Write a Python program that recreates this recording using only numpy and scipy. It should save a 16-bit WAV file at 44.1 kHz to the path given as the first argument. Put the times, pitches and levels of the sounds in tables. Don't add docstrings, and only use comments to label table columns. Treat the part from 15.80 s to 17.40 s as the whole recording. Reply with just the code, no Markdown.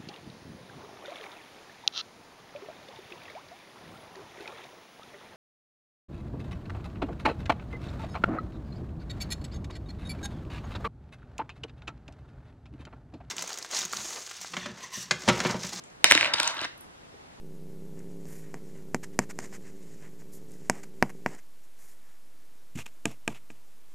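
import sys
import numpy as np
from scipy import signal
from scipy.fft import rfft, irfft, next_fast_len
from scipy.io import wavfile
from scipy.ndimage import uniform_filter1d

SR = 44100
rng = np.random.default_rng(int(sys.argv[2]) if len(sys.argv) > 2 else 0)


def persist_wave(psi):
    counts = np.round(np.clip(psi, -1, 1) * 32767).astype(np.int16)
    wavfile.write(sys.argv[1], SR, np.atleast_2d(counts).T)


N = 70560


# start in seconds,
# clack peak in dB, then knock, edge ring and tick in dB over the clack, and the clack's final pitch in Hz.
BOUNCES = [(0.2423, 1.5, -17.5, 9, 4.5, 1855), (0.3074, -18, -8.5, -3, 7, 2480),
           (0.3112, 3, -18, -6.5, -3.5, 1720), (0.3205, -1.5, -15, 5.5, -0.5, 1900),
           (0.376, -5.5, -16, -8.5, -10, 1890), (0.4096, -7, -17.5, -12.5, -12, 2010),
           (0.4279, -9.5, -12.5, -20, -26, 2000), (0.4453, -11, -21, -19.5, -14, 2200),
           (0.4548, -12.5, -11.5, -12, -27, 2140), (0.459, -15.5, -11.5, -7, -9, 2220),
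           (0.4732, -21.5, -7, -16, -26, 2210)]
ONSET_S = .0006


def bounces():
    single_contact = lambda: [1.]
    hits = [(s + ONSET_S, blow(clack(hz), single_contact, *levels)) for s, *levels, hz in BOUNCES]
    return lay_in_room(hits, ROOM_DB)


# start in seconds, clack peak in dB,
# then knock, edge ring and tick in dB over the clack, and length in seconds (at least 1 ms is played).
TUMBLES = [(0.3496, -18, 0.5, 9, 7, 0.0034), (0.5348, -19, -4, 9.5, 3.5, 0.011),
           (0.5819, -32.5, -3.5, 13, -3, 0.0082), (0.5985, -24, 5, 15, 10, 0.0045),
           (0.6297, -32.5, 4, 17.5, 15, 0.0035), (0.6755, -22.5, -6, 6.5, 11.5, 0.0035),
           (0.7669, -32, -3, 4.5, -8, 0.0047), (0.7782, -41.5, 7, 14, -1, 0.0059),
           (0.7917, -37, -17, 15, -21, 0.0022), (0.8057, -35, -2, 10.5, -16, 0.0027),
           (0.814, -31.5, 2, 10, 5, 0.0018), (0.826, -39, 1, 12.5, -9.5, 0.0047),
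           (0.8335, -36, 7, 8, -24, 0.0044), (0.8436, -29, -1, 8.5, -9.5, 0.002),
           (0.848, -30, 0.5, 7.5, 0, 0.00094)]
# pitch in Hz, relative level in dB, 60 dB decay time in seconds, attack time constant in seconds.
CLACK_MODES = [(2000, 0, .0036, .0005), (2500, -4, .003, .0004)]
SWELL_SKEW = 0.69


def tumbles():
    t = np.arange(600) / SR

    def swell(length):
        progress = np.clip(t / max(length, .001), 0, 1)
        return np.sin(np.pi * progress ** SWELL_SKEW) * rng.standard_normal(600) ** 3

    hits = [(s, blow(ring(CLACK_MODES), lambda: swell(length), *levels))
            for s, *levels, length in TUMBLES]
    return lay_in_room(hits, ROOM_DB)


SWEEP_FROM, SWEEP_S = 2.306, 0.0003
CLACK_S, CLACK_SKEW = 0.0019, 0.66


def clack(hz):
    t = np.arange(200) / SR
    cycles = hz * (t + (SWEEP_FROM - 1) * SWEEP_S * (1 - np.exp(-t / SWEEP_S)))
    swell = np.sin(np.pi * np.clip(t / CLACK_S, 0, 1) ** CLACK_SKEW) ** 2
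    return swell * np.sin(2 * np.pi * cycles)


# pitch in Hz, relative level in dB, 60 dB decay time in seconds, attack time constant in seconds.
TABLE_MODES = [(118.4, -13.5, 0.037, 0.00071), (309, -11, 0.043, 0.0015), (634.6, -7.5, 0.031, 0.00082),
               (975, -5.5, 0.019, 0.00016), (1086, -5, 0.016, 0.00066), (1353, -5.5, 0.027, 0.0017),
               (1571, 0.5, 0.017, 0.00094)]
EDGE_MODES = [(2735, -6, 0.0042, 0.00024), (3074, 4.5, 0.0039, 0.00021), (3642, 4.5, 0.0043, 0.0002),
              (4070, 3, 0.0033, 0.00018), (4700, 0.5, 0.0045, 0.00057)]
TICK_MODES = [(5910, 5, 0.0037, 0.00016), (7177, 6.5, 0.0025, 0.0001), (8620, 1, 0.0054, 0.00043),
              (11130, -2, 0.0028, 0.00022)]


def blow(body, contacts, db, knock_db, edge_db, tick_db):
    padded_body = np.pad(body, (0, SR // 12 - len(body)))
    parts = [(padded_body, 0), (ring(TABLE_MODES), knock_db),
             (ring(EDGE_MODES), edge_db), (ring(TICK_MODES), tick_db)]
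    rung = [(np.convolve(x, contacts()), level_db) for x, level_db in parts]
    return sum(amp(db + level_db) * x / abs(x).max() for x, level_db in rung)


MODE_SCATTER_DB, PITCH_SCATTER = 1.5, .03


def ring(modes):
    t = np.arange(SR // 12) / SR
    total = np.zeros(len(t))
    for hz, db, t60, rise in modes:
        level_luck, pitch_luck = rng.standard_normal(2)
        decay = amp(db + MODE_SCATTER_DB * level_luck - 60 * t / t60)
        attack = (1 - np.exp(-t / rise)) ** 2
        total += decay * attack * np.sin(2 * np.pi * hz * (1 + PITCH_SCATTER * pitch_luck) * t)
    return total


# time in seconds, level of the
# table patter in dB, then edge ring, clack and low hum of the table in dB over that patter.
ROLL = [(0.247, -25.5, -1, -3.5, -7.5), (.27, -42.5, -51, 2, 4.5), (0.302, -36, 15, 2, -13),
        (0.331, -33.5, 3.5, -1, -16.5), (.41, -38.5, 6.5, 1, -1.5), (0.47, -38, 3.5, 3, 0.5),
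        (0.526, -37, -22, -11.5, -11), (0.56, -37, -0.5, 0, -23.5), (0.65, -34.5, 2, -16, -15.5),
        (0.709, -39, 3.5, -5.5, 0.5), (.74, -42.5, -11, -1.5, -14), (0.802, -39, -5, -11, -29),
        (.862, -41, 6.5, 7, -6)]
ROLL_PER_S, ROLL_SCATTER_DB = 1400, 3.5
ROLL_TICK_DB, ROLL_ROOM_DB = -10, -7
ROLL_FADE_S = 0.0077


def rolling():
    s, level_db, edge_db, clack_db, hum_db = np.transpose(ROLL)
    t = np.arange(N) / SR
    on = (t > s[0]) * np.clip((s[-1] - t) / ROLL_FADE_S, 0, 1)
    gain = lambda db: amp(np.interp(t, s, db))

    def taps():
        hits = (rng.random(N) < ROLL_PER_S / SR) * rng.standard_normal(N)
        return hits * amp(ROLL_SCATTER_DB * rng.standard_normal(N))

    def patter(modes):
        return unit(sum(signal.fftconvolve(taps(), ring(modes))[:N] for _ in range(7)))

    bright = patter(EDGE_MODES) + amp(ROLL_TICK_DB) * patter(TICK_MODES)
    sound = patter(TABLE_MODES[3:])
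    sound = sound + gain(hum_db) * patter(TABLE_MODES[2:3])
    sound = sound + gain(clack_db) * patter(CLACK_MODES) + gain(edge_db) * bright
    dry = on * gain(level_db) * sound
    return dry, amp(ROLL_ROOM_DB) * room(dry)[:, :N]


# start in seconds, peak in dB, band centre in Hz.
FAINT = [(0.037, -39.5, 7170), (0.1005, -48.5, 5860), (0.745, -38, 11400), (0.977, -41, 11350),
         (1.0075, -34, 10700), (1.339, -47.5, 426), (1.445, -49, 770)]
FAINT_T60_S, FAINT_RISE_S = .014, 0.0036
FAINT_ROOM_DB = -1.5


def faint_ticks():
    t = np.arange(600) / SR
    hits = []
    for s, db, hz in FAINT:
        envelope = amp(-60 * t / FAINT_T60_S) * (1 - np.exp(-t / FAINT_RISE_S))
        burst = envelope * rng.standard_normal(600)
        band = lambda f: (1j * f * .35 * hz / (hz * hz - f * f + 1j * f * 0.36 * hz)) ** 2
        tick = filtered(burst, band)
        hits.append((s, amp(db) * tick / abs(tick).max()))
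    return lay_in_room(hits, FAINT_ROOM_DB)


# frequency in Hz, 60 dB decay time in seconds.
ROOM_DECAY = [(150, 1), (600, 0.2), (2000, 0.39), (5000, 0.32), (12000, 0.25)]
# frequency in Hz, left-right likeness (held to -1..1).
ROOM_ALIKE = [(200, 1), (700, -1.2), (1300, -0.1), (2400, -0.51), (4400, -0.51), (15000, -1.1)]
ROOM_DB = -13
ROOM_GAP_S, ROOM_BUILD_S = .003, 0.0026


def room(x):
    hz, t, z = signal.stft(rng.standard_normal((2, SR // 3)), SR, nperseg=128)
    decay = amp(-60 * t / along(ROOM_DECAY, hz)[:, None])
    build = 1 - np.exp(-t / ROOM_BUILD_S)
    noise = signal.istft(z * build * decay, SR, nperseg=128)[1]
    tail = alike_pair(noise, ROOM_ALIKE)
    tail = np.pad(tail / np.linalg.norm(tail[0]), ((0, 0), (round(ROOM_GAP_S * SR), 0)))
    return signal.fftconvolve(x[None], tail, axes=1)


def lay_in_room(hits, room_db):
    dry, wet = np.zeros(N), np.zeros((2, N))
    for s, x in hits:
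        add(dry, x, s)
        add(wet, amp(room_db) * room(x), s)
    return dry, wet


# frequency in Hz, relative density in dB per Hz.
HUSH = [(12, -45.5), (20, -11.5), (76, -4.5), (160, -3), (387, -4), (940, -5), (11400, -26.5), (15000, -28)]
# frequency in Hz, left-right likeness.
HUSH_ALIKE = [(60, 1), (240, -0.1), (950, -0.65), (3770, -0.43), (15000, -0.98)]
HUSH_DB, HUSH_PATCH_DB = -50.5, 1


def hush():
    z = signal.stft(rng.standard_normal((2, N)), nperseg=512)[2]
    field = rng.standard_normal(z.shape[1:])
    for axis in (0, 1):
        field = uniform_filter1d(field, size=6, axis=axis)
    pair = signal.istft(z * amp(HUSH_PATCH_DB * unit(field)), nperseg=512)[1][:, :N]
    coloured = filtered(alike_pair(pair, HUSH_ALIKE), lambda hz: amp(along(HUSH, hz)))
    return amp(HUSH_DB) * unit(coloured)


def amp(db):
    return 10 ** (np.asarray(db) / 20)


def unit(x):
    return x / np.sqrt(np.mean(x ** 2) + 1e-20)


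def along(points, hz):
    f, v = np.transpose(points)
    return np.interp(np.log(hz + 1), np.log(f + 1), v)


def filtered(x, response):
    m = next_fast_len(x.shape[-1] + 8192)
    spectrum = rfft(x, m) * response(np.fft.rfftfreq(m, 1 / SR))
    return irfft(spectrum, m)[..., :x.shape[-1]]


def alike_pair(pair, alike):
    def shares(hz):
        turn = np.arccos(np.clip(along(alike, hz), -1, 1)) / 2
        return np.array([np.cos(turn), np.sin(turn)])

    mid, side = filtered(pair, shares)
    return np.array([mid + side, mid - side])


def add(mix, x, s):
    part = mix[..., round(s * SR):][..., :x.shape[-1]]
    part += x[..., :part.shape[-1]]


# frequency in Hz, phase lead of left over right in radians.
LEFT_LEADS = [(100, .05), (700, .4), (1640, .85), (2600, 1.4), (4500, 2.2), (7000, 2.1), (16000, 2.4)]
BASS_CUT_HZ = 130


def scene():
    sources = [bounces(), tumbles(), rolling(), faint_ticks()]
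    dry, wet = (sum(part) for part in zip(*sources))
    half_lead = np.array([[.5], [-.5]])
    direct = filtered(dry, lambda hz: np.exp(1j * half_lead * along(LEFT_LEADS, hz)))
    small = lambda hz: (1j * hz / (BASS_CUT_HZ + 1j * hz)) ** 2
    return filtered(direct + wet, small) + hush()


CLIP_TOP, CLIP_HARD = 1, 8
TREBLE_CUT_HZ, TOP_HZ, EDGE_HZ = 11800, 16344, 500


def record(dry):
    clipped = dry / (1 + abs(dry / CLIP_TOP) ** CLIP_HARD) ** (1 / CLIP_HARD)

    def treble(hz):
        droop = (1 + (hz / TREBLE_CUT_HZ) ** 10) ** -.5
        return droop * np.sin(np.pi / 2 * np.clip((TOP_HZ - hz) / EDGE_HZ, 0, 1)) ** 2

    return np.clip(filtered(clipped, treble), -CLIP_TOP, CLIP_TOP)


dry = scene()
out = record(dry)
persist_wave(out)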